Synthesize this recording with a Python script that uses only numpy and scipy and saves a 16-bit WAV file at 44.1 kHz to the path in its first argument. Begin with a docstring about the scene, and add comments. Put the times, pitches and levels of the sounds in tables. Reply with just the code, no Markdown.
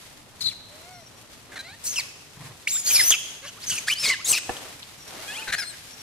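"""A bed of low rumble and crackling hiss stirs over a lawn; then macaques squabble metres from a hand-held camera.
Their screams are gliding whistles that break to a lower register and tear into rasp, built from sines and shaped noise.
Chirps, coos, a whine and a squeal are bent tones and harmonics; barks and grunts are pulses and puffs through a throat.
Dull low thumps and swells of hiss are shaped noise, something knocks once on ringing modes, an insect sings a thin note,
and the trees around give a faint echo of scattered taps."""
import sys
import numpy as np
from scipy import signal
from scipy.fft import rfft, irfft, next_fast_len
from scipy.io import wavfile
from scipy.ndimage import uniform_filter1d

SR = 44100
rng = np.random.default_rng(int(sys.argv[2]) if len(sys.argv) > 2 else 0)


def generate_wav(signal):
    """Clip the signal to [-1, 1] and save it as 16-bit WAV at the path in sys.argv[1]."""
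    frames = np.transpose(np.atleast_2d(signal))
    scaled = np.clip(frames, -1, 1) * 32767
    pcm = np.round(scaled).astype(np.int16)
    wavfile.write(sys.argv[1], SR, pcm)


N = 265471  # length in samples
EDGE_HZ = 15650  # top of the camera's band


def amp(db):
    """Amplitude of a level in dB."""
    return 10 ** (np.asarray(db) / 20)


def evened(x):
    """Sets the rms to 1."""
    return x / np.sqrt(np.mean(x ** 2) + 1e-20)


def read(points, hz):
    """A spectrum joined by straight lines over log frequency."""
    f, value = np.transpose(points)
    return np.interp(np.log(hz + 1), np.log(f + 1), value)


def add(mix, s, sound):
    """Lays a stereo sound into the mix from s seconds on."""
    part = mix[:, max(round(s * SR), 0):][:, :sound.shape[1]]
    part += sound[:, :part.shape[1]]


def coloured(x, gain):
    """Filters x by gain(Hz) and sets its rms to 1."""
    size = next_fast_len(x.shape[-1] + 512)
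    spectrum = rfft(x, size) * gain(np.fft.rfftfreq(size, 1 / SR))
    return evened(irfft(spectrum, size)[..., :x.shape[-1]])


def wobble(size, hz):
    """Random motion up to about hz, rms 1."""
    return coloured(rng.standard_normal(size), lambda f: 1 / (1 + (f / hz) ** 4))


def controls(rows):
    """Time and every column of a curve table at audio rate."""
    s, *columns = np.transpose(rows)
    t = np.arange(s[0], s[-1], 1 / SR)
    return [t] + [np.interp(t, s, c) for c in columns]


def fade(size, edge_s):
    """Soft start and stop."""
    t = np.arange(size) / SR
    return np.clip(np.minimum(t, t[::-1]) / edge_s, 0, 1)


def arc(length, first_hz, middle_hz, last_hz):
    """The pitch of a short call bends smoothly through three notes."""
    u = np.linspace(0, 1, int(length * SR))
    return np.polyval(np.polyfit([0, .5, 1], [first_hz, middle_hz, last_hz], 2), u)


def swells(rows):
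    """Power of overlapping swells that each rise and fall; rows are (middle s, length s, dB)."""
    t = np.arange(N) / SR
    return sum((amp(db) * np.cos(np.pi * np.clip((t - s) / length, -.5, .5))) ** 2 for s, length, db in rows)


def placed(s, x):
    """Sound from the side reaches one microphone port earlier and louder."""
    # Where the callers are. Each row: time in seconds, lead of the left port in microseconds,
    # left-right level in dB, in full from 4 kHz up.
    bearing = [(.4, 90, 8.5), (1.5, -22, -1), (1.85, -46, 0), (2.67, -49, -1), (3.6, -35.5, -1),
               (3.87, 14, 0), (4.251, 1, 1.5), (5.2, 36, 1), (5.55, 37, 6)]
    at, lead, balance = np.transpose(bearing)
    size = next_fast_len(len(x) + 64)
    f = np.fft.rfftfreq(size, 1 / SR)
    earlier = np.exp(1j * np.pi * f * np.interp(s, at, lead) / 10 ** 6)
    louder = amp(np.interp(s, at, balance) / 2 * np.minimum(f / 4000, 1))
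    half = earlier * louder  # each port takes half the difference
    return s, irfft(rfft(x, size) * np.array([half, 1 / half]), size)[:, :len(x)]


def restless_bed(shape, apart, grain, crackles_per_s, restless_db):
    """Stereo hiss and random crackles of uneven size, coloured by a spectrum and restless in level."""
    sizes = amp(4 * np.minimum(rng.exponential(1, (3, N)), 3))
    struck = rng.random((3, N)) < crackles_per_s / SR
    crackles = sizes * rng.choice([-1, 1], (3, N)) * struck
    x = rng.standard_normal((3, N)) + grain * evened(crackles)
    x = x * np.exp(0.11 * wobble(N, 43)) * amp(restless_db * wobble(N, 8.3))
    # one track is common to both ports, the others belong to one port each
    return coloured(x[0] + apart * x[1:], lambda f: amp(read(shape, f)))


def lawn(crackles_per_s=260, crackle=0.5, restless_db=0.58):
    """The bed over the lawn: low rumble, soft hiss and bright crackling hiss, each with its own swells."""
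    # Dull low thumps, mostly under the screams. Each row: middle in seconds, length in seconds, level in dB.
    low_thumps = [(.46, 0.13, -48), (.98, 0.1, -58), (2.46, 0.18, -54), (3.04, 0.26, -50),
                  (3.71, 0.14, -48.5), (3.88, 0.16, -55.5), (4.31, 0.072, -44.5), (5.54, 0.14, -57)]
    # Swells of broad hiss, the strongest accompanying the long scream. Each row: middle in seconds,
    # length in seconds, soft hiss in dB, bright hiss in dB.
    hiss_swells = [(0.037, 0.42, -76, -49.5), (0.815, 0.34, -56.5, -50), (1.183, 0.046, -52.5, -71),
                   (1.325, 0.073, -61, -49), (1.557, 0.19, -48.5, -59), (1.955, .4, -57, -41.5),
                   (2.455, 0.16, -50, -46.5), (2.994, 0.36, -49, -29.5), (3.27, 0.33, -56, -43),
                   (3.75, 0.35, -56.5, -37), (4.308, 0.12, -40, -38), (4.59, 0.44, -44.5, -41.5),
                   (5.176, 0.28, -44, -46.5), (5.345, 0.67, -48, -40.5)]
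    # Spectrum of the rumble and thumps. Each row: frequency in Hz, level in dB.
    rumble_shape = [(12, -39), (20, -9.5), (65, -5), (108, 3), (145, -1.5), (189, -4.5), (300, -8.5),
                    (390, -34), (660, -120)]
    # Spectrum of the soft hiss. Each row: frequency in Hz, level in dB.
    soft_shape = [(120, -19), (260, 1), (600, 1.5), (1200, -2), (2500, -10.5), (4000, -12.5), (9000, -42)]
    # Spectrum of the bright hiss. Each row: frequency in Hz, level in dB.
    bright_shape = [(800, -8), (2000, 0.5), (4000, 0.5), (6500, -2), (9000, -4), (12000, -7), (14000, -14),
                    (16000, -26)]
    rumble_db, soft_db = -56.5, -54.5  # the bed between swells
    bright_first_db, bright_last_db = -53.5, -45  # the bright hiss grows louder from start to end

    soft_swells = swells((s, length, db) for s, length, db, _ in hiss_swells)
    bright_swells = swells((s, length, db) for s, length, _, db in hiss_swells)
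    rumble = np.sqrt(amp(rumble_db) ** 2 + swells(low_thumps))
    soft = np.sqrt(amp(soft_db) ** 2 + soft_swells)
    bright = np.sqrt(amp(np.linspace(bright_first_db, bright_last_db, N)) ** 2 + bright_swells)
    rumble_sound = rumble * restless_bed(rumble_shape, 0.59, 0, crackles_per_s, restless_db)
    soft_sound = soft * restless_bed(soft_shape, 1.0, 0.47, crackles_per_s, restless_db)
    bright_sound = bright * restless_bed(bright_shape, 6.3, crackle, crackles_per_s, restless_db)
    return rumble_sound + soft_sound + bright_sound


def trees(x, near_db=-16, near_t60=0.077, far_db=-16):
    """Quick scatter from ground and trunks, then a faint long tail from the foliage all around."""
    # How long the foliage rings. Each row: frequency in Hz, decay by 60 dB in seconds.
    echo_t60 = [(200, 0.24), (1500, 0.69), (3200, 0.96), (6500, 0.84), (10000, 0.8), (15000, 0.17)]
    # Colour of the foliage. 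Each row: frequency in Hz, level in dB.
    echo_colour = [(200, -10), (1200, 0.5), (2100, -2), (3100, 3.5), (4200, -2), (6400, 2.5), (8500, -2.5),
                   (15000, -5.5)]
    taps = rng.standard_normal((4, SR)) * (rng.random((4, SR)) < 3000 / SR)
    taps[:, :SR // 300] = 0  # nothing stands close enough to answer sooner
    hz, t, z = signal.stft(taps, SR, nperseg=256)
    decay_db = read(echo_colour, hz)[:, None] - 60 * t / read(echo_t60, hz)[:, None]
    onset = np.minimum(t / 0.019, 1)
    far = signal.istft(z * amp(decay_db) * onset, SR, nperseg=256)[1][:, :SR]
    near = taps[:2] * amp(-60 * np.arange(SR) / SR / near_t60)
    # every port hears the foliage answer both channels
    far_paths = far.reshape(2, 2, SR) / np.linalg.norm(far[:2])
    foliage = signal.fftconvolve(x[None], far_paths, axes=2).sum(1)
    ground = signal.fftconvolve(x, near / np.linalg.norm(near[0]), axes=1)
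    return (amp(far_db) * foliage + amp(near_db) * ground)[:, :N]


def insect(s, length, db):
    """A thin note from the grass: one sine with slight random motion in pitch and level."""
    insect_hz = 5700
    size = int(length * SR)
    phase = 2 * np.pi * np.cumsum(insect_hz + 35 * wobble(size, 132)) / SR
    note = np.sin(phase) * np.exp(0.51 * wobble(size, 40))
    return placed(s, amp(db) * evened(note) * fade(size, 0.021))


def snap(s, db, hz, t60=0.018):
    """A dry leaf or twig cracks: a narrow band of noise that dies at once."""
    t = np.arange(SR // 25) / SR
    band = lambda f: 1 / (1 + ((f - hz) / (0.13 * hz)) ** 2)
    crack = coloured(rng.standard_normal((2, len(t))), band) * amp(-60 * t / t60)
    return s, amp(db) * crack / abs(crack).max()


def knock(s, db, scuff_db=-11, scuff_t60=0.093):
    """A dull blow on something hollow: decaying modes with a short scuff of noise."""
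    # Ring of the hollow thing. Each row: frequency in Hz, level in dB, decay by 60 dB in seconds.
    modes = [(293, -11.5, 0.077), (372, -4, 0.078), (486, -3.5, 0.11), (744, 4, 0.049), (854, -4, 0.05),
             (1750, -3, 0.068), (2620, -2.5, 0.022)]
    t = np.arange(SR // 5) / SR
    ring = sum(amp(level - 60 * t / t60) * np.sin(2 * np.pi * (hz * t + rng.random()))
               for hz, level, t60 in modes)
    scuff = coloured(rng.standard_normal((2, len(t))), lambda f: 1 / (1 + (f / 1300) ** 2))
    scuff = scuff * amp(scuff_db - 60 * t / scuff_t60)
    return s, amp(db) * (ring / abs(ring).max() + scuff) * fade(len(t), 0.00092)


def bark(row, throat, taper, upper_hz=4080, upper_width_hz=280, arch=0.042):
    """A short burst of uneven pulses and puffs of air through a throat; the pitch arches with the push."""
    s, length, db, first_hz, last_hz, rough, brightness_db, upper_db = row
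    size, rough = int(length * SR), np.clip(rough, 0, 1)
    push = signal.windows.tukey(size, taper)
    unsteady = 1 + arch * (push - 1) + 0.082 * rough * wobble(size, 400)
    turns = np.cumsum(np.linspace(first_hz, last_hz, size) * unsteady) / SR
    folds = sum(np.cos(2 * np.pi * k * turns) for k in range(1, 21))
    # air bursts out at the start of each cycle
    puffs = (0.48 + np.exp(-(turns % 1) / 0.36)) * rng.standard_normal(size)
    drive = np.sqrt(1 - rough) * evened(folds) + np.sqrt(rough) * evened(puffs)

    def colour(f):
        upper = upper_db / (1 + ((f - upper_hz) / upper_width_hz) ** 2)
        return amp(read(throat, f) + brightness_db * np.log2(f + 100) + upper)
    return placed(s, amp(db) * coloured(drive * push, colour))


def hum(hz, mouth, throat, closed_slope_db=-10, jitter=0.0138, blur=0.079, patchy_db=2.5):
    """A stack of harmonics: mostly fundamental with the lips closed, a grainy nasal whine with them open."""
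    size = len(hz)
    phase = 2 * np.pi * np.cumsum(hz * (1 + jitter * wobble(size, 135))) / SR
    mouth, voice, power = np.clip(mouth, 0, 1), 0, 0
    for k in range(1, 13):
        closed = amp(closed_slope_db * 2 * np.log2(k))
        opened = amp(read(throat, k * hz))
        gain = ((1 - mouth) * closed + mouth * opened) * (k * hz < EDGE_HZ)
        grain = amp(patchy_db * mouth * wobble(size, 57))
        partial = grain * np.sin(k * phase + blur * k * mouth * wobble(size, 400))
        voice, power = voice + gain * partial, power + gain ** 2 / 2
    return voice / np.sqrt(power)


def coo(s, length, db, first_hz, middle_hz, last_hz, mouth, edge_db=-8):
    """A soft call of bending pitch, a hum loudest in the middle."""
    # Throat of the coos. Each row: frequency in Hz, level in dB.
    coo_throat = [(600, -11), (1100, -18), (1650, -2), (1950, -2), (2250, -0.5), (3200, -20), (4150, -1),
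                  (5200, -20), (7000, -21), (10000, -19), (15000, -34)]
    hz = arc(length, first_hz, middle_hz, last_hz)
    level = amp(db + edge_db * np.linspace(-1, 1, len(hz)) ** 2)
    return placed(s, level * hum(hz, mouth, coo_throat) * fade(len(hz), 0.009))


def whine(rows, mouth=.92):
    """A nasal call that climbs with the mouth open."""
    # Throat of the whine. Each row: frequency in Hz, level in dB.
    whine_throat = [(600, -7), (1200, -27), (1650, 1), (2100, -9), (2700, 3.5), (3300, -1), (3900, -19),
                    (4500, -6), (5300, -23), (6700, -11), (10000, -15), (15000, -30)]
    t, hz, db = controls(rows)
    voice = hum(hz, mouth, whine_throat, jitter=.008, blur=.05, patchy_db=2.4)
    return placed(t[0], amp(db) * voice * fade(len(t), 0.01))


def whistle(hz, tone_db, octave_db, jitter, shimmer, third_db, half_db):
    """Folds vibrating almost as a sine; unsteady cycles widen the line, alternate strong ones add half lines."""
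    size = len(hz)
    phase = 2 * np.pi * np.cumsum(hz * (1 + jitter * wobble(size, 574))) / SR
    partials = [(1, tone_db), (2, octave_db), (3, octave_db + third_db),
                (1 / 2, tone_db + half_db), (3 / 2, tone_db + half_db)]
    voice = sum(amp(db) * (k * hz < EDGE_HZ) * np.sin(k * phase) for k, db in partials)
    return np.sqrt(2) * voice * evened(np.exp(shimmer * wobble(size, 186)))


def chirp(s, length, db, first_hz, middle_hz, last_hz, octave_db, taper=0.73):
    """A brief unsteady whistle that swells and dies along one bend of pitch."""
    hz = arc(length, first_hz, middle_hz, last_hz)
    tone = whistle(hz, db, db + octave_db, jitter=0.033, shimmer=0.35, third_db=-12, half_db=-25)
    return placed(s, tone * signal.windows.tukey(len(hz), taper))


def squeal(rows, first_octave_db=-15, last_octave_db=5):
    """A whistle with no rasp, whose octave grows against its fundamental as it goes on."""
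    t, hz, db = controls(rows)
    octave_db = db + np.linspace(first_octave_db, last_octave_db, len(t))
    tone = whistle(hz, db, octave_db, jitter=0.005, shimmer=.12, third_db=-16, half_db=-40)
    return placed(t[0], tone * fade(len(t), 0.005))


def strands(hz, jitter=0.01377, blur=0.64, patchy_db=7.5, quarter_db=-4):
    """Chaotic folds: the cycle doubles twice, leaving ragged lines at quarters of the pitch that glide with it."""
    size, voice = len(hz), 0
    phase = 2 * np.pi * np.cumsum(hz * (1 + jitter * wobble(size, 149.7))) / SR
    for k in np.arange(2, 4 * EDGE_HZ / hz.min()) / 4:
        db = patchy_db * wobble(size, 29.4) + quarter_db * (2 * k % 1 > 0)  # odd quarters differ in level
        line = np.sin(k * phase + blur * wobble(size, 410))
        voice = voice + amp(db) * (k * hz < EDGE_HZ) * line
    return evened(voice * np.sqrt(hz))


def torn(x, patchy_db=3.5, frames_size=7, bins_size=4):
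    """Chaos tears a sound into patches about ten milliseconds long and a few hundred Hz wide."""
    z = signal.stft(x, nperseg=256, noverlap=192)[2]
    patches = uniform_filter1d(rng.standard_normal(z.shape), size=frames_size, axis=1)
    patches = evened(uniform_filter1d(patches, size=bins_size, axis=0))
    z = z * amp(patchy_db * np.clip(patches, -2, 2))
    return evened(signal.istft(z, nperseg=256, noverlap=192)[1][:len(x)])


def scream(rows, voice, split_hz=5000, flutter=0.19, break_hz=3300, stray_db=-7, tearing_jitter=0.011):
    """A whistle, pure when high and unsteady when it breaks low; roughness turns its effort into fluttering rasp."""
    # Throat that colours the rasp. Each row: frequency in Hz, level in dB.
    scream_throat = [(200, -11), (900, -10), (1600, -8), (2400, -5), (3200, -4), (3800, -3), (4700, 3),
                     (5500, 3.5), (6500, 7), (7500, 5.5), (9300, 4.5), (10800, -1.5), (13000, -6),
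                     (16000, -4.5)]
    attack_s, release_s = .003, 0.0073
    rasp_pivot_hz, rasp_darkens_db_per_octave = 3970, 5  # the lower the pitch, the darker the rasp
    air_hz, air_darkens_db_per_octave = 8500, 1  # the top of the rasp fades further as the pitch falls
    octave_limit_hz = 12400  # the throat damps the octave above this

    t, hz, effort_db, rough = controls(rows)
    hiss, high_jitter, low_jitter, high_octave_db, low_octave_db, low_rasp_db = voice
    size, hiss, rough = len(t), np.clip(hiss, 0, 1), np.clip(rough, .02, .98)
    shares = np.array([1 - rough, rough]) / np.hypot(1 - rough, rough)
    tone_db, rasp_db = effort_db + 20 * np.log10(shares)

    broken = 1 / (1 + (hz / break_hz) ** 6)
    low_register = 1 / (1 + (hz / break_hz / 1.02) ** 14)
    octave_db = effort_db + high_octave_db + low_register * (low_octave_db - high_octave_db)
    octave_db = octave_db - 10 * np.log10(1 + (2 * hz / octave_limit_hz) ** 40)
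    # the whistle drops out while the voice jumps between registers
    octaves_per_s = abs(np.gradient(np.log2(hz))) * SR
    held = uniform_filter1d(1 / (1 + (octaves_per_s / 90) ** 4), size=60)
    jitter = high_jitter + low_register * (low_jitter - high_jitter) + tearing_jitter * rough ** 2
    tone = held * whistle(hz, tone_db, octave_db, jitter, 0.17 + 0.2 * broken, third_db=-16, half_db=-36)

    plain_hiss = torn(rng.standard_normal(size))
    drive = np.sqrt(1 - hiss) * strands(hz) + np.sqrt(hiss) * plain_hiss
    drive = drive * np.exp(flutter * wobble(size, 500))
    lower = lambda f: 1 / (1 + (f / split_hz) ** 8)
    darkness = amp(low_rasp_db - rasp_darkens_db_per_octave * np.log2(hz / rasp_pivot_hz))
    treble = amp(rasp_db) / np.hypot(1, darkness)
    dark = darkness * treble * coloured(drive, lambda f: amp(read(scream_throat, f)) * lower(f))
    bright = treble * coloured(drive, lambda f: amp(read(scream_throat, f)) * (1 - lower(f)))
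    air = signal.sosfiltfilt(signal.butter(2, air_hz, "high", fs=SR, output="sos"), bright)
    air_loss = 1 - amp(air_darkens_db_per_octave * np.log2(hz / hz.max()))
    s, direct = placed(t[0], tone + dark + bright - air_loss * air)

    # short waves scatter off the grass and reach each port differently
    scatter = lambda f: (1 - lower(f)) / (1 + (f / 12500) ** 8)
    stray = amp(stray_db) * treble * coloured(rng.standard_normal((2, size)), scatter)
    attack = np.minimum((t - t[0]) / attack_s, 1)
    release = np.minimum((t[-1] - t) / release_s, 1)
    return s, (direct + stray) * attack * release


def scene():
    """Every call and small noise, with its echo, over the restless bed of the lawn."""
    # Insect notes. Each row: start in seconds, length in seconds, level in dB.
    insect_notes = [(0.922, 0.17, -55.5), (1.089, .13, -64), (4.983, 0.14, -51.5), (5.893, .2, -52)]
    # Snapping leaves and twigs. 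Each row: start in seconds, peak in dB, centre in Hz.
    snaps = [(.812, -41, 13150), (4.568, -25, 3230), (4.802, -33, 2400), (4.8246, -31, 3840),
             (4.8295, -25.5, 3700)]
    # Knocks. Each row: start in seconds, peak of the ring in dB.
    knocks = [(4.4934, -16)]
    # Low grunts. Each row: start in seconds, length in seconds, level in dB, first and last pitch in Hz
    # at full push, roughness 0-1, brightness in dB per octave, upper resonance in dB.
    grunts = [(2.366, 0.019, -48, 167, 158, 0.11, 0, 0), (2.4, 0.032, -42, 153.5, 139, 0.11, 0, 0),
              (2.441, 0.04, -44, 138, 128, .1, 0.55, 0), (2.496, 0.034, -49, 133.7, 131, .2, .5, 0)]
    # Throat of the grunts. Each row: frequency in Hz, level in dB.
    grunt_throat = [(60, -6), (140, 5.5), (300, -14), (700, -29), (1050, -6.5), (1400, -31), (1850, -11),
                    (3000, -33), (9000, -50)]
    # Barks, with the same columns and units as the grunts.
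    barks = [(1.512, 0.043, -45.5, 591, 520, 0.82, 1.5, -9), (1.554, 0.032, -37.5, 740, 561, 0.42, -1, 5),
             (1.587, 0.031, -36.5, 796, 790, 0.24, 2, 12.5), (3.44, .04, -44.5, 540, 574, 0.82, 3.5, -8),
             (5.471, 0.044, -32, 498.3, 494.4, 0.7, -2.5, 6),
             (5.519, .038, -24.5, 611, 569, 0.78, 0.5, 1.5), (5.579, 0.031, -29, 869, 780, 0.2, 0.5, 0),
             (5.616, 0.028, -34.5, 764, 682, 0.32, -1, 0), (5.726, 0.023, -48, 810, 746, 0.96, 1, -4)]
    # Throat of the barks. Each row: frequency in Hz, level in dB.
    bark_throat = [(200, -15), (700, -18), (1150, -15), (1600, 5.5), (2200, -1.5), (3100, -12.5),
                   (4100, -4.5), (5000, -17), (6200, -11), (8000, -17.5), (11000, -16), (16000, -35)]
    # Coos. Each row: start in seconds, length in seconds, level in dB, first, middle and last pitch in Hz,
    # mouth opening 0-1.
    coos = [(0.689, .15, -53, 541, 626, 635, 0.1), (0.824, 0.22, -48.5, 670, 731, 610, .36),
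            (1.619, .145, -45, 615, 752, 976, 0.9), (3.415, 0.074, -45.5, 465, 573, 542, 0.56),
            (5.16, .115, -47, 480, 690, 790, .6), (5.29, .29, -46.5, 662, 885, 600, 0.38)]
    # A long rising whine. Each row: time in seconds, pitch in Hz, level in dB.
    whine_curve = [(5.272, 797, -42), (5.287, 818, -35.5), (5.325, 866, -39.5), (5.358, 1070, -38),
                   (5.385, 1334, -32), (5.425, 1605, -47)]
    # Brief side tones and chirps in and around the screams. Each row: start in seconds, length in seconds,
    # level in dB, first, middle and last pitch in Hz, octave against the fundamental in dB.
    chirps = [(1.979, 0.022, -42.5, 1520, 1086, 600, -12), (2.741, 0.046, -43, 1030, 1457, 2090, -3),
              (2.857, 0.044, -25.5, 3970, 4710, 4660, -3), (2.898, 0.033, -30.5, 2520, 2420, 2340, -12),
              (2.941, .046, -25, 5200, 4430, 3320, -18), (2.945, 0.061, -30, 2350, 2400, 2260, 1),
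              (2.989, .033, -21.5, 2300, 1935, 1460, -5.5), (3.564, 0.031, -48.5, 1084, 1166, 1550, -10),
              (3.867, 0.071, -46, 1062, 1230, 890, 10), (4.045, 0.061, -29, 2157, 2190, 2120, -6),
              (4.09, 0.0588, -43.5, 1319, 1078, 1040, -10), (4.098, 0.055, -30.5, 2890, 3020, 2450, -20),
              (4.182, 0.047, -46.5, 1005, 1170, 1680, 1), (4.247, .027, -37, 3180, 3900, 4350, -10),
              (4.268, .056, -27.5, 6800, 6320, 6200, -23), (5.414, .025, -35.5, 2350, 2470, 2580, -22)]
    # A clean squeal. Each row: time in seconds, pitch in Hz, level in dB.
    squeal_curve = [(5.555, 4200, -46), (5.595, 5500, -34), (5.615, 5100, -33.5), (5.652, 4050, -45.5),
                    (5.685, 4280, -39), (5.708, 4040, -44.5), (5.722, 3640, -55)]
    # One table a scream. Each row: time in seconds, pitch in Hz, effort in dB, roughness 0-1.
    screams = [
        [(.406, 4510, -32, .35), (.424, 3930, -28, 0.31), (.435, 4050, -36, .33), (.447, 4150, -26.5, 0.13),
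         (.454, 4450, -30, .15), (.461, 3980, -23, 0.11), (.49, 4007, -27, 0.12), (.506, 3240, -42, 0.34),
         (.521, 2170, -43, 0.5), (.538, 1690, -46, .9)],
        [(1.838, 5010, -36, 0.7), (1.86, 5485, -27.5, 0.92), (1.885, 6284, -26.5, 0.52),
         (1.908, 6560, -29, 0.35), (1.951, 5180, -36, 0.55), (1.958, 3123, -33, 0.36),
         (1.975, 2760, -27.5, 0.32), (1.995, 2444, -25, 0.44), (2.015, 1730, -38, 0.54)],
        [(2.671, 2100, -23, 0.1), (2.675, 2330, -16.5, 0.1), (2.683, 3330, -27.5, 0.53),
         (2.7, 5860, -28.5, .55), (2.715, 7220, -24.5, 0.45), (2.745, 7390, -23, 0.31), (2.8, 6930, -29, 0.48),
         (2.835, 6720, -40, .55)],
        [(2.835, 6640, -38.5, 0.5), (2.855, 6520, -27.5, 0.3), (2.875, 6710, -23, .72),
         (2.91, 6310, -23.5, .78), (2.93, 6000, -22, 0.62), (2.958, 5236, -19.5, 0.5),
         (2.982, 5493, -24.5, 0.25), (3.003, 4950, -23, 0.3), (3.025, 5000, -24.5, 0.25),
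         (3.052, 5990, -25.5, 0.4), (3.098, 6173, -20.5, 0.26), (3.108, 6880, -14.5, 0.75),
         (3.112, 3516, -16.5, 0.6), (3.123, 3270, -17.5, 0.3), (3.14, 2838, -21.5, 0.22),
         (3.166, 2203, -37, 0.5)],
        [(3.436, 1200, -48, .7), (3.46, 1100, -43, 0.5), (3.468, 2700, -44, 0.7), (3.483, 3150, -36, 0.3),
         (3.506, 2900, -47, .7)],
        [(3.6, 2910, -50, 0.65), (3.645, 5320, -37.5, 0.15), (3.661, 6300, -55, .7), (3.666, 6500, -44, .4),
         (3.67, 6450, -30.5, 0.16), (3.692, 6010, -26.5, 0.44), (3.7, 3240, -27.5, 0.9),
         (3.718, 2976, -23, 0.37), (3.735, 2903, -29, 0.72), (3.774, 2650, -33.5, 0.75),
         (3.781, 2415, -26.5, 0.34), (3.802, 2310, -42, 0.9)],
        [(3.868, 1195, -39, 0.9), (3.885, 1772, -22, 0.36), (3.895, 2157, -29.5, .6), (3.907, 2482, -17, 0.11),
         (3.916, 2986, -21.5, .35), (3.932, 2980, -21, .18), (3.947, 3580, -40, 0.8)],
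        [(3.95, 4053, -44, 0.5), (3.99, 5005, -31, 0.23), (4.01, 5510, -28, .42), (4.03, 5107, -28, 0.62),
         (4.05, 4980, -22, 0.65), (4.07, 4183, -22.5, 0.5), (4.087, 3410, -23, 0.6), (4.096, 2297, -22.5, 0.4),
         (4.11, 2033, -17.5, .29), (4.13, 2055, -26, 0.24), (4.157, 1470, -32, 0.5)],
        [(4.244, 6410, -30.5, 0.4), (4.272, 7810, -26.5, 0.68), (4.295, 8340, -19.5, 0.68),
         (4.308, 8360, -17.5, 0.32), (4.319, 7800, -16, 0.5), (4.323, 3480, -24.5, 0.93),
         (4.334, 2677, -17.5, 0.25), (4.343, 2344, -25.5, .52), (4.366, 2638, -27, 0.43),
         (4.378, 2640, -21.5, .3), (4.385, 2040, -28.5, 0.65), (4.397, 1640, -36, .75)],
    ]
    # The voice of each scream, in the same order. Each row: share of the rasp that is plain hiss 0-1,
    # pitch jitter in the high and in the low register as fractions, octave in the high and in the low
    # register in dB, low rasp against high rasp in dB.
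    voices = [(0.94, 0.033, .06, -29, -13, 1.5), (0.58, .025, 0.037, -21, 0, -14),
              (0.42, 0.0055, 0.028, -15, -22, -6.5), (0.36, .006, 0.083, 3, -20, -5),
              (.5, .05, 0.073, -13, -6.5, 0), (0.27, .012, 0.058, -26, -12, -6),
              (0.38, .007, 0.022, -22, -12.5, -3), (0.53, 0.0076, 0.027, -16, -16, 4),
              (0.34, 0.015, 0.047, -30, -7.5, -3.5)]

    sounds = [insect(*row) for row in insect_notes]
    sounds += [snap(*row) for row in snaps]
    sounds += [knock(*row) for row in knocks]
    sounds += [bark(row, grunt_throat, taper=0.7) for row in grunts]
    sounds += [bark(row, bark_throat, taper=0.43) for row in barks]
    sounds += [coo(*row) for row in coos]
    sounds += [whine(whine_curve), squeal(squeal_curve)]
    sounds += [chirp(*row) for row in chirps]
    sounds += [scream(rows, voice) for rows, voice in zip(screams, voices)]
    mix = np.zeros((2, N))
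    for s, sound in sounds:
        add(mix, s, sound)
    return mix + trees(mix) + lawn()


def record(dry):
    """The colour of the camera's two microphone ports, then its band limit."""
    # The two ports differ. Each row: frequency in Hz, left-right level in dB.
    port_balance = [(900, 0.5), (1800, -1), (3500, -0.1), (7000, 2), (11000, 3.1)]
    size = next_fast_len(N + 512)
    half = amp(read(port_balance, np.fft.rfftfreq(size, 1 / SR)) / 2)
    heard = irfft(rfft(dry, size) * np.array([half, 1 / half]), size)[:, :N]
    band_limit = signal.firwin(511, EDGE_HZ, window=("kaiser", 9), fs=SR)
    return signal.oaconvolve(heard, band_limit[None], "same")


dry = scene()
out = record(dry)
generate_wav(out)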